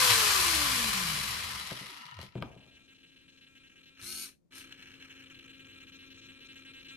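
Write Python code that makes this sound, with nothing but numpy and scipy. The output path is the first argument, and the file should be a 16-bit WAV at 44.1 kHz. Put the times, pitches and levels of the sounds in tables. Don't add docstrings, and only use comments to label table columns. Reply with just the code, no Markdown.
import sys
import numpy as np
from scipy import signal
from scipy.fft import rfft, irfft, next_fast_len
from scipy.io import wavfile
from scipy.ndimage import uniform_filter1d

SR = 44100
rng = np.random.default_rng(int(sys.argv[2]) if len(sys.argv) > 2 else 0)


def materialize(psi):
    bounded = np.clip(np.atleast_2d(psi).T, -1, 1)
    quanta = np.round(bounded * 32767).astype(np.int16)
    wavfile.write(sys.argv[1], SR, quanta)


N = 307156
TIME = np.arange(N) / SR

# f/Hz, level/dB
ROOM_AIR = [(18, -59), (30, -23), (133, -21), (168, -12.5), (508, -32), (1000, -45), (3680, -54),
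            (5990, -52), (14000, -59)]
MIC_BALANCE = [(60, 1), (250, 2), (600, 9), (1100, 3), (2200, 2), (4300, 7), (7500, 5.5), (10000, -1)]
MIC_WIDTH = [(60, 4), (150, -0.5), (400, 1.5), (6000, -1), (8000, 1), (10000, -8)]
GEARBOX_CLOSE_UP = [(200, 0), (450, 0), (700, 0.5), (980, 3), (1120, -4.5), (1270, 2), (1580, -4.5),
                    (1850, -0.5), (2150, 2), (2400, -4), (2750, 0.5), (3300, 1.5), (3900, 0.5), (4400, 1),
                    (8000, 0), (11200, 1), (14000, -2.5)]
BUZZ_COLOUR = [(3500, -0.5), (4050, 2.5), (4350, -6), (4900, -2), (5600, -1)]
FLUTTER_COLOUR = [(30, -7), (70, -3.5), (130, -1), (200, -5), (320, -1), (420, -7.5), (540, -16.5),
                  (700, -41), (1200, -17.5), (2500, -72)]
SERVO_GEAR_COLOUR = [(180, -53.5), (300, -37), (352, 1), (407, -27), (762, -17.5), (1550, -21), (1880, -23),
                     (2170, -10), (3690, -6), (4330, 0.5), (4750, -10), (5200, -2), (6600, -5), (7500, -14),
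                     (8600, -2), (10800, -5), (13200, -8.5), (14000, -18)]
DRIVE_GEAR_COLOUR = [(150, -46), (250, -30), (286, -11), (345, -13), (430, -10.5), (593, -13.5),
                     (890, -7.5), (1190, -1), (1380, -1), (2340, 0.5), (3630, -3.5), (4020, -0.5),
                     (6460, -7.5), (12700, -11), (14300, -14)]
GEAR_LOW_BAND = [(1350, -4.5), (1900, 3), (3000, -0.5), (6000, -9), (9000, -59)]
GEAR_HIGH_BAND = [(2500, -45), (4500, -19), (7500, -10)]
MOTOR_LOW_CUT = [(25, -41), (45, -17.5), (70, 0.5)]
RUMBLE_COLOUR = [(20, -25.5), (60, 11.5), (200, 5.5), (500, -15.5), (1000, -44)]
STAND_COLOUR = [(15, -69), (35, -15.5), (60, -7.5), (600, -4.5), (1100, 5.5)]
ROCKING_COLOUR = [(25, -28), (60, 4), (130, -8), (250, -9), (700, -8), (1500, -30), (4000, -46)]
JOLT_COLOUR = [(20, -27), (50, 2), (100, 0), (200, -23), (600, -43)]
HISS_COLOUR = [(600, -11), (3700, 0), (5990, -3.5), (7750, -2.5), (10500, -6), (14000, -22)]

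# f/Hz, level/dB, t60/s
BODY_MODES = [(67, -0.5, 0.036), (126.6, 3.5, 0.22), (188, 2.5, 0.15), (206, -8, 0.24), (379, -1.5, 0.067),
              (522, -2.5, 0.053), (649, 2, 0.018), (967, -5, 0.061), (1200, 1, 0.033), (1570, -4.5, 0.038),
              (2270, 0.5, 0.014), (3190, 1.5, 0.011), (4200, -7, 0.0051), (5050, -13.5, 0.012),
              (8600, -29, 0.013)]
# t/s, thud/dB, clack/dB, tick/dB
CAR_BUMPS = [(1.704, -55, -60, -40), (1.716, -42, -43, -65), (1.808, -50.5, -62, -62),
             (2.189, -52, -50.5, -49), (2.229, -50, -55, -54), (2.354, -37, -44, -51.5),
             (2.379, -44.5, -60, -55), (2.412, -41, -66, -60), (2.424, -42.5, -39.5, -35),
             (2.442, -52, -66, -59), (2.502, -58, -56, -76), (2.562, -53.5, -58, -81),
             (2.664, -60, -75, -76)]
# f/Hz, width/Hz, level/dB, extra while easing/dB, phase at right microphone/rad
CASE_MODES = [(1308, 39, -10.5, 12, 0.89), (1635, 170, -1, -3.5, 1.52), (2180, 81, -4.5, -24, 0.89),
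              (2394, 110, -1.5, 7, 1.8), (2640, 150, 3.5, -4, 1.76), (2830, 126, 4.5, -31, 1.16),
              (3070, 225, 3, -4, 1.05), (3420, 95, -2, -3, 1.4), (3730, 73, -22, 13, 1.7),
              (4060, 93, -3, -2, 3.3), (5970, 1050, -16.5, 4.5, 4.2), (8060, 4500, -23, -4, 3),
              (12500, 1800, -24, 1, 1.1)]
# start/s, end/s, buzz/dB, drone/dB
POWER_SPANS = [(2.328, 3.93, -66, -66), (3.968, 4.28, -63, -61), (4.504, 7.0, -60, -58.5)]
# t/s, length/s, level relative to the buzz/dB
SERVO_PUSHES = [(2.511, 0.022, 3.3), (2.57, 0.015, 2.5), (2.602, 0.016, 3.5), (2.623, 0.024, 3.3),
                (2.71, 0.039, 2.4), (2.751, 0.03, 5.9), (2.877, 0.046, 3.6), (2.945, 0.026, 4),
                (2.979, 0.013, 2), (3.001, 0.012, 1.6), (3.029, 0.023, 5.5), (3.058, 0.049, 2),
                (3.113, 0.024, 2), (3.159, 0.017, 5.5), (3.185, 0.047, 0), (3.277, 0.028, 5.0),
                (3.32, 0.016, 2.9), (3.371, 0.02, 5), (3.407, 0.042, 4.5), (3.465, 0.014, 5),
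                (3.551, 0.031, 5), (3.633, 0.049, 3.5), (3.693, 0.0078, 5), (3.715, 0.011, 3.5),
                (3.753, 0.019, 4), (3.778, 0.016, 3), (3.828, 0.012, 4), (3.855, 0.042, 5),
                (4.705, 0.02, 4), (4.775, 0.013, 0.5), (4.823, 0.01, 5), (4.859, 0.01, -1),
                (4.996, 0.044, 2.5), (5.092, 0.01, 2), (5.125, 0.01, 0), (5.181, 0.013, 1.0),
                (5.199, 0.014, 5), (5.221, 0.0094, 4.5), (5.256, 0.013, 2), (5.299, 0.01, 5),
                (5.342, 0.014, 4), (5.362, 0.017, 0), (5.386, 0.011, 6.5), (5.407, 0.0083, -1),
                (5.439, 0.0083, 4.5), (5.475, 0.008, 5), (5.49, 0.019, 4.5), (5.527, 0.032, 1.5),
                (5.593, 0.017, 4.3), (5.642, 0.014, 3.0), (5.681, 0.04, 1.7), (5.726, 0.02, 1.5),
                (5.798, 0.025, 4), (5.867, 0.017, 2.5), (5.917, 0.023, 2.5), (5.987, 0.049, 1.8),
                (6.102, 0.027, 3.3), (6.141, 0.023, 1.5), (6.211, 0.031, 2.5), (6.283, 0.026, 3),
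                (6.402, 0.039, 1.7), (6.482, 0.041, 3.4), (6.556, 0.03, 4.5), (6.647, 0.046, 3),
                (6.733, 0.083, 2.5), (6.844, 0.03, 2.5), (6.882, 0.03, 6.5)]
# t/s, level/dB
GEAR_SNAPS = [(4.7238, -35.5), (4.8249, -41), (4.943, -48), (5.0112, -48), (5.0244, -39), (5.125, -42.5),
              (5.3, -49)]
# t/s, driven/s, braking/s, speed/(turns/s), hiss/dB
SERVO_MOVES = [(3.965, 0.28, .16, 214.5, -43.5), (4.494, 0.089, 0.2, 196, -48)]
# multiple of servo motor speed, level/dB
WHINE_LINES = [(1, -14.5), (1.6, -24), (6, -15), (7, -14), (10, -14), (11, -12), (13, -10.5), (20, -3),
               (30, -7), (40, -3.5), (50, -1), (60, -7)]
# multiple of motor speed, level/dB
SHAFT_UNBALANCE = [(.22, -1.5), (0.441, -10)]
# f/Hz, width/Hz, level/dB
HOUSING_MODES = [(1042, 47, 2), (1158, 55, 0.5), (1756, 50, -9.5), (2140, 70, -10.5), (2390, 72, -7),
                 (2550, 58, -6), (2956, 67, -5), (3344, 100, -8), (3970, 20, -5), (5370, 120, -7),
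                 (10560, 1500, -5)]
BEARING_MODES = [(1000, 160, -3), (1280, 240, 0), (1840, 140, -3), (2850, 220, -5)]
# t/s, length/s, extra level/dB, extra treble/dB
GEAR_CATCHES = [(0.107, 0.014, 5, -4), (2.233, 0.04, 12, 18)]

START_TURNS_PER_S, COAST_S, PINION_TEETH = 527, 2.46, 14
FRAME_HZ, STEER_S = 268.9, SERVO_MOVES[0][0]


def from_db(db):
    return 10 ** (np.asarray(db) / 20)


def rms_one(x):
    return x / np.sqrt(np.mean(x ** 2) + 1e-20)


def evened(x, seconds):
    return x / np.sqrt(np.abs(uniform_filter1d(x ** 2, int(seconds * SR))) + 1e-12)


def at_hz(points, hz):
    f, value = np.transpose(points)
    return np.interp(np.log(hz + 0.00096), np.log(f), value)


def coloured(x, spectrum):
    size = next_fast_len(N + 8192)
    gain = from_db(at_hz(spectrum, np.fft.rfftfreq(size, 1 / SR)))
    return irfft(rfft(x, size) * gain, size)[..., :N]


def noise(spectrum, shape=N):
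    return rms_one(coloured(rng.standard_normal(shape), spectrum))


def drift(per_s):
    return np.interp(TIME * per_s, np.arange(8000), rng.normal(0, 1.2, 8000))


def turns(per_s):
    return np.cumsum(per_s) / SR


def ticks(phase):
    step = np.diff(phase, prepend=phase[0] - 1e-6)
    late = np.minimum(phase % 1 / step, 1)
    hit = np.diff(np.floor(phase), prepend=0) > 0
    return hit * (1 - late) + np.roll(hit * late, -1)


def resonance(x, hz, width_hz):
    r = np.exp(-np.pi * width_hz / SR)
    poles = [1, -2 * r * np.cos(2 * np.pi * hz / SR), r * r]
    return signal.lfilter(np.array([1, 0, -1]) * (1 - r * r) / 2, poles, x + 1e-18)


def steep_band(x, hz, width_hz):
    return resonance(resonance(x, hz, width_hz), hz, width_hz)


def ring(clicks, hz, t60):
    r, w = from_db(-60 / (t60 * SR)), 2 * np.pi * hz / SR
    return signal.lfilter([0, np.sin(w)], [1, -2 * r * np.cos(w), r * r], clicks + 1e-18)


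def room_tone(level_db=-72):
    return from_db(level_db) * noise(ROOM_AIR, (2, N))


def servo_driver_hiss(level_db=-78):
    _, drone = servo_power()
    on = np.minimum(drone / from_db(POWER_SPANS[0][3]), 1)
    return from_db(level_db) * noise(HISS_COLOUR, (2, N)) * on


def in_room(x, room_db, t60):
    t = TIME[:SR // 2]
    tail = rng.standard_normal((2, len(t))) * np.exp(-np.log(1000) * t / t60) * (t > .002)
    tail /= np.sqrt(np.sum(tail ** 2, axis=1, keepdims=True))
    return x + from_db(room_db) * signal.fftconvolve(np.atleast_2d(x), tail, axes=1)[:, :N]


def steering_jolt(level_db=-55, fade_s=0.1, play_s=0.05):
    age = np.maximum(TIME - STEER_S - play_s, 0) / fade_s
    return from_db(level_db) * noise(JOLT_COLOUR) * np.minimum(8 * age, 1) * np.exp(-age)


def car_rocking(start_s=2.424, level_db=-53, fade_db_per_s=66):
    age = TIME - start_s
    grains = rng.standard_normal(N) * from_db(drift(76))
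    rattle = rms_one(coloured(grains, ROCKING_COLOUR))
    return rattle * (age > 0) * from_db(level_db - fade_db_per_s * np.abs(age))


def bumps(crack_db=-14, crack_s=0.00068, loose_db=-4, loose_s=0.03):
    out, clicks = np.zeros(N), np.zeros((len(BODY_MODES), N))
    age = TIME[:SR // 4]
    for s, thud, clack, tick in CAR_BUMPS:
        at = int(s * SR)
        colour = [(300, thud), (650, clack + 6.5), (1500, tick + 1)]
        for k, (hz, db, _) in enumerate(BODY_MODES):
            clicks[k, at] = from_db(db + at_hz(colour, hz)) * (-1) ** k
        crack, low, middle = rng.standard_normal((3, len(age)))
        loose = from_db(thud) * rms_one(steep_band(low, 194, 240))
        loose += from_db(clack - 6) * rms_one(resonance(resonance(middle, 720, 690), 770, 690))
        out[at:at + len(age)] += from_db(tick + crack_db) * crack * np.exp(-age / crack_s)
        out[at:at + len(age)] += from_db(loose_db) * loose * np.exp(-age / loose_s)
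    return out + sum(ring(c, hz, t60) for c, (hz, _, t60) in zip(clicks, BODY_MODES))


def stand_shaking(speed, level_db=-44, rumble_db=-5, direct=0.57, fade_turns_per_s=110):
    angle = turns(speed * (1 + 0.0031 * drift(7)))
    force = 0
    for k, db in SHAFT_UNBALANCE:
        strength = from_db(db + 4.3 * drift(17) - k * speed / 150) * (k * speed < 900)
        force += strength * np.sin(2 * np.pi * k * angle)
    force += from_db(rumble_db) * noise(RUMBLE_COLOUR)
    ringing = sum(from_db(db) * resonance(force, hz, width_hz=16) for hz, db, _ in BODY_MODES[:4])
    shake = evened(coloured(direct * force + ringing, STAND_COLOUR), 0.57)
    return from_db(level_db) * shake * speed ** 2 / (speed ** 2 + fade_turns_per_s ** 2)


def servo_power(on_s=0.031, off_s=0.077, surge_db=7.5, surge_s=0.17, creep_db_per_s=2):
    buzz = drone = 0
    for start, end, buzz_db, drone_db in POWER_SPANS:
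        age = np.maximum(TIME - start, 0)
        on = np.clip(np.minimum(age / on_s, 1 + (end - TIME) / off_s), 0, 1)
        buzz += on * from_db(buzz_db + surge_db * np.exp(-age / surge_s) + creep_db_per_s * age)
        drone += on * from_db(drone_db)
    return buzz, drone


def servo_drone(level_db=-5.5, hum_db=2.5, octave_db=-14):
    _, strength = servo_power()
    phase = 2 * np.pi * FRAME_HZ * TIME
    hum = (np.sin(phase) + from_db(octave_db) * np.sin(2 * phase)) * from_db(hum_db + 1.3 * drift(25))
    return strength * from_db(level_db) * (hum + noise(FLUTTER_COLOUR))


def servo_case(pushes, easings=0, travel_s=0.002405):
    out, count = 0, len(CASE_MODES)
    for k, (hz, width, db, easing_db, phase) in enumerate(CASE_MODES):
        force = pushes + from_db(easing_db) * easings
        mode = (-1) ** (k // 2) * from_db(db) * resonance(force, hz, width)
        arrival = TIME - travel_s * (k * 5 % count) / count
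        right_lead_s = phase / (2 * np.pi * hz)
        out += np.array([np.interp(arrival + lead, TIME, mode) for lead in (0, right_lead_s)])
    return coloured(out, BUZZ_COLOUR)


def servo_snaps(gain_db=25.5):
    clicks = np.zeros(N)
    for s, db in GEAR_SNAPS:
        clicks[int(s * SR)] = from_db(db + gain_db)
    return servo_case(clicks)


def servo_buzz(gain_db=29, push_db=3.5, ease_db=1.5, rest_db=-25, rest_s=0.0088, settled_s=5.25,
               hold_per_s=76, hunt_per_s=200, skip_share=0.54, current_s=0.0012, slip_ms_per_s=5.8):
    frame_s = np.arange(0, TIME[-1] - .01, 1 / FRAME_HZ)
    at, frames = (frame_s * SR).astype(int), len(frame_s)
    power, _ = servo_power()
    hunting = (frame_s > STEER_S) / (1 + np.exp((frame_s - settled_s) / 0.14))
    corrects = rng.random(frames) < (hold_per_s + hunting * (hunt_per_s - hold_per_s)) / FRAME_HZ
    correction = np.cumsum(corrects)
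    level_scatter, width_scatter, time_scatter = rng.standard_normal((frames + 1, 3))[correction].T
    pushing = (hunting > .5) & (correction % 2 == 0)
    skipped = corrects & (rng.random(frames) < skip_share)
    kick_db = np.where(skipped, rest_db, np.where(pushing, push_db, ease_db))
    kick_db += 3.1 * level_scatter.clip(-2, 1)
    late_ms = np.zeros(frames)
    for s, length, db in SERVO_PUSHES:
        hard = (frame_s >= s) & (frame_s < s + length)
        kick_db[(frame_s > s - rest_s) & (frame_s < s) & ~pushing] = rest_db
        kick_db[hard] = db
        pushing |= hard
        late_ms[hard] = slip_ms_per_s * (frame_s[hard] - s)
    lag = np.exp(-1 / (FRAME_HZ * current_s))
    size = power[at] * signal.lfilter([1 - lag], [1, -lag], from_db(kick_db + 2.5 * hunting))
    size *= np.where(rng.random(frames) < 0.27 * hunting, -1, 1)
    slack = (1.1 + hunting) * time_scatter + .55 * rng.standard_normal(frames)
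    at = np.abs(at + np.round(slack + late_ms * SR / 1000).astype(int))
    width_ms = (0.15 + 0.15 * hunting + 0.045 * width_scatter).clip(.08, .4)
    width = np.round(width_ms * SR / 1000).astype(int)
    kicks = np.zeros((2, N))
    kicks[1 - pushing, at] += size
    kicks[1 - pushing, at + width] -= size
    grit = power[at] * from_db(-27 + 7 * hunting)
    scrape = np.interp(TIME, frame_s, grit) * rng.standard_normal(N)
    return from_db(gain_db) * servo_case(kicks[0] + scrape, kicks[1])


def servo_motor(spin_up_s=.033, creep_per_s=.17, hiss_power=4.9):
    speed = strength = 0
    for start, driven, braking, top, db in SERVO_MOVES:
        age = TIME - start
        spin_up = 1 - np.exp(-age.clip(0, driven) / spin_up_s)
        share = spin_up * np.clip(1 - (age - driven) / braking, 0, 1)
        speed += top * share * (1 + creep_per_s * age)
        strength += from_db(db) * share ** hiss_power
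    return speed, strength


def servo_whir(whine_db=-2.5, grain_db=3.5, rasp_db=0.5, apart_db=17):
    speed, strength = servo_motor()
    phase = 2 * np.pi * turns(speed * (1 + 0.01 * drift(900)))
    whine = sum(from_db(db + 1.5 * drift(200)) * np.sin(k * phase) for k, db in WHINE_LINES)
    singing = np.minimum(speed / speed.max() / .9, 1) ** 7
    scrape = rng.standard_normal(N) + from_db(apart_db) * rng.standard_normal((2, N))
    scrape *= from_db(grain_db * drift(700) + rasp_db * np.sin(phase))
    hiss = rms_one(coloured(scrape, SERVO_GEAR_COLOUR))
    return strength * (from_db(whine_db) * singing * whine + hiss)


def coasting_speed():
    return START_TURNS_PER_S * np.maximum(1 - TIME / COAST_S, 1e-3) ** 2


def last_groan(speed, rocking_db=-48, stand_hz=80, growl_db=-63):
    tooth_hz = PINION_TEETH * speed
    teeth = np.sin(2 * np.pi * turns(tooth_hz * (1 + 0.1 * drift(140)))) * from_db(4 * drift(70))
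    rocking = from_db(rocking_db) * steep_band(teeth, stand_hz, width_hz=50)
    growl = from_db(growl_db) * teeth / (1 + (tooth_hz / 600) ** 4)
    return (rocking + growl) * np.minimum(tooth_hz / stand_hz, 1) ** 2


def bearing_rub(speed, level_db=-54, stall_turns_per_s=3.5, grain_db=6):
    rub = rng.standard_normal((2, N)) * from_db(grain_db * drift(90))
    ringing = rms_one(sum(from_db(db) * steep_band(rub, hz, width) for hz, width, db in BEARING_MODES))
    return from_db(level_db) * ringing * speed ** 2 / (speed ** 2 + stall_turns_per_s ** 2)


def motor_tone(speed, level_db=-44, waver_db=2.5, octave_db=-3, chassis_hz=180, chassis_db=5):
    share = speed / speed.max()
    phase = 2 * np.pi * turns(speed * (1 + .006 * drift(70)))
    note = np.sin(phase) * from_db(1.8 * drift(55))
    note += from_db(chassis_db) * resonance(note, chassis_hz, width_hz=60)
    octave = share * from_db(octave_db + waver_db * drift(40)) * np.sin(2 * phase)
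    strength = from_db(level_db + waver_db * drift(10)) * share ** 0.7
    return coloured(strength * (note + octave), MOTOR_LOW_CUT)


def rattle_levels(speed, full_speed_db=-24.5, db_per_halving=5, dull_turns_per_s=190):
    loud_db = full_speed_db + db_per_halving * np.log2(speed / speed.max())
    bright_db = 8 + 20 * np.log10(speed / (speed + dull_turns_per_s))
    for s, length, level_db, treble_db in GEAR_CATCHES:
        catch = np.exp(-((TIME - s) / length) ** 2)
        loud_db += level_db * catch
        bright_db += treble_db * catch
    return loud_db, bright_db


def gear_rattle(speed, uneven_db=11.5, clash_s=0.0024, rub_db=-5, apart_db=-1, knock_db=-6):
    angle = turns(speed)
    clashes = ticks(angle * PINION_TEETH) * from_db(uneven_db * rng.standard_normal(N).clip(-2, 1.5))
    pressure = signal.lfilter([1], [1, -np.exp(-1 / (clash_s * SR))], clashes + 1e-18)
    pressure = evened(pressure, 0.33) + from_db(rub_db)
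    wobble = np.sin(2 * np.pi * angle * SHAFT_UNBALANCE[0][0])
    pressure = evened(pressure * from_db(0.35 * drift(220) + 0.5 * wobble), 0.069)
    middle, ends = rng.standard_normal((2, N))
    scrape = middle + from_db(apart_db) * ends * np.array([[1], [-1]])
    knocks = ticks(angle + .03 * drift(300)) * np.sqrt(SR / START_TURNS_PER_S)
    contact = pressure * (scrape + from_db(knock_db) * knocks)
    ringing = sum(from_db(db + 3 * drift(9.13)) * resonance(contact, hz, width)
                  for hz, width, db in HOUSING_MODES)
    rattle = rms_one(coloured(contact + ringing, DRIVE_GEAR_COLOUR))
    low, high = coloured(rattle, GEAR_LOW_BAND), coloured(rattle, GEAR_HIGH_BAND)
    level, treble = from_db(rattle_levels(speed))
    return level * (low + np.sqrt(treble) * (rattle - low - high) + treble * high)


def move_in(x, start_s=1.31, length_s=0.26):
    near = np.clip((TIME - start_s) / length_s, 0, 1)
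    return (1 - near) * x + near * coloured(x, GEARBOX_CLOSE_UP)


def scene():
    speed = coasting_speed()
    drive = in_room(move_in(gear_rattle(speed) + bearing_rub(speed)), room_db=-6, t60=0.23)
    stand = stand_shaking(speed) + motor_tone(speed) + last_groan(speed) + steering_jolt()
    stand = in_room(stand, room_db=-18.5, t60=0.98)
    knocks = in_room(bumps() + car_rocking(), room_db=-11, t60=0.4)
    servo = servo_buzz() + servo_snaps() + servo_drone()
    servo_and_hiss = in_room(servo + servo_driver_hiss(), room_db=-10.5, t60=0.15)
    whir = in_room(servo_whir(), room_db=-5, t60=0.17)
    return drive + stand + knocks + servo_and_hiss + whir + room_tone()


def record(dry):
    left = coloured(dry[0], [(hz, db / 2) for hz, db in MIC_BALANCE])
    right = coloured(dry[1], [(hz, -db / 2) for hz, db in MIC_BALANCE])
    mid, side = (left + right) / 2, coloured((left - right) / 2, MIC_WIDTH)
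    top_cut = signal.ellip(10, .5, 70, 13900, fs=SR, output="sos")
    return signal.sosfilt(top_cut, np.array([mid + side, mid - side]))


dry = scene()
out = record(dry)
materialize(out)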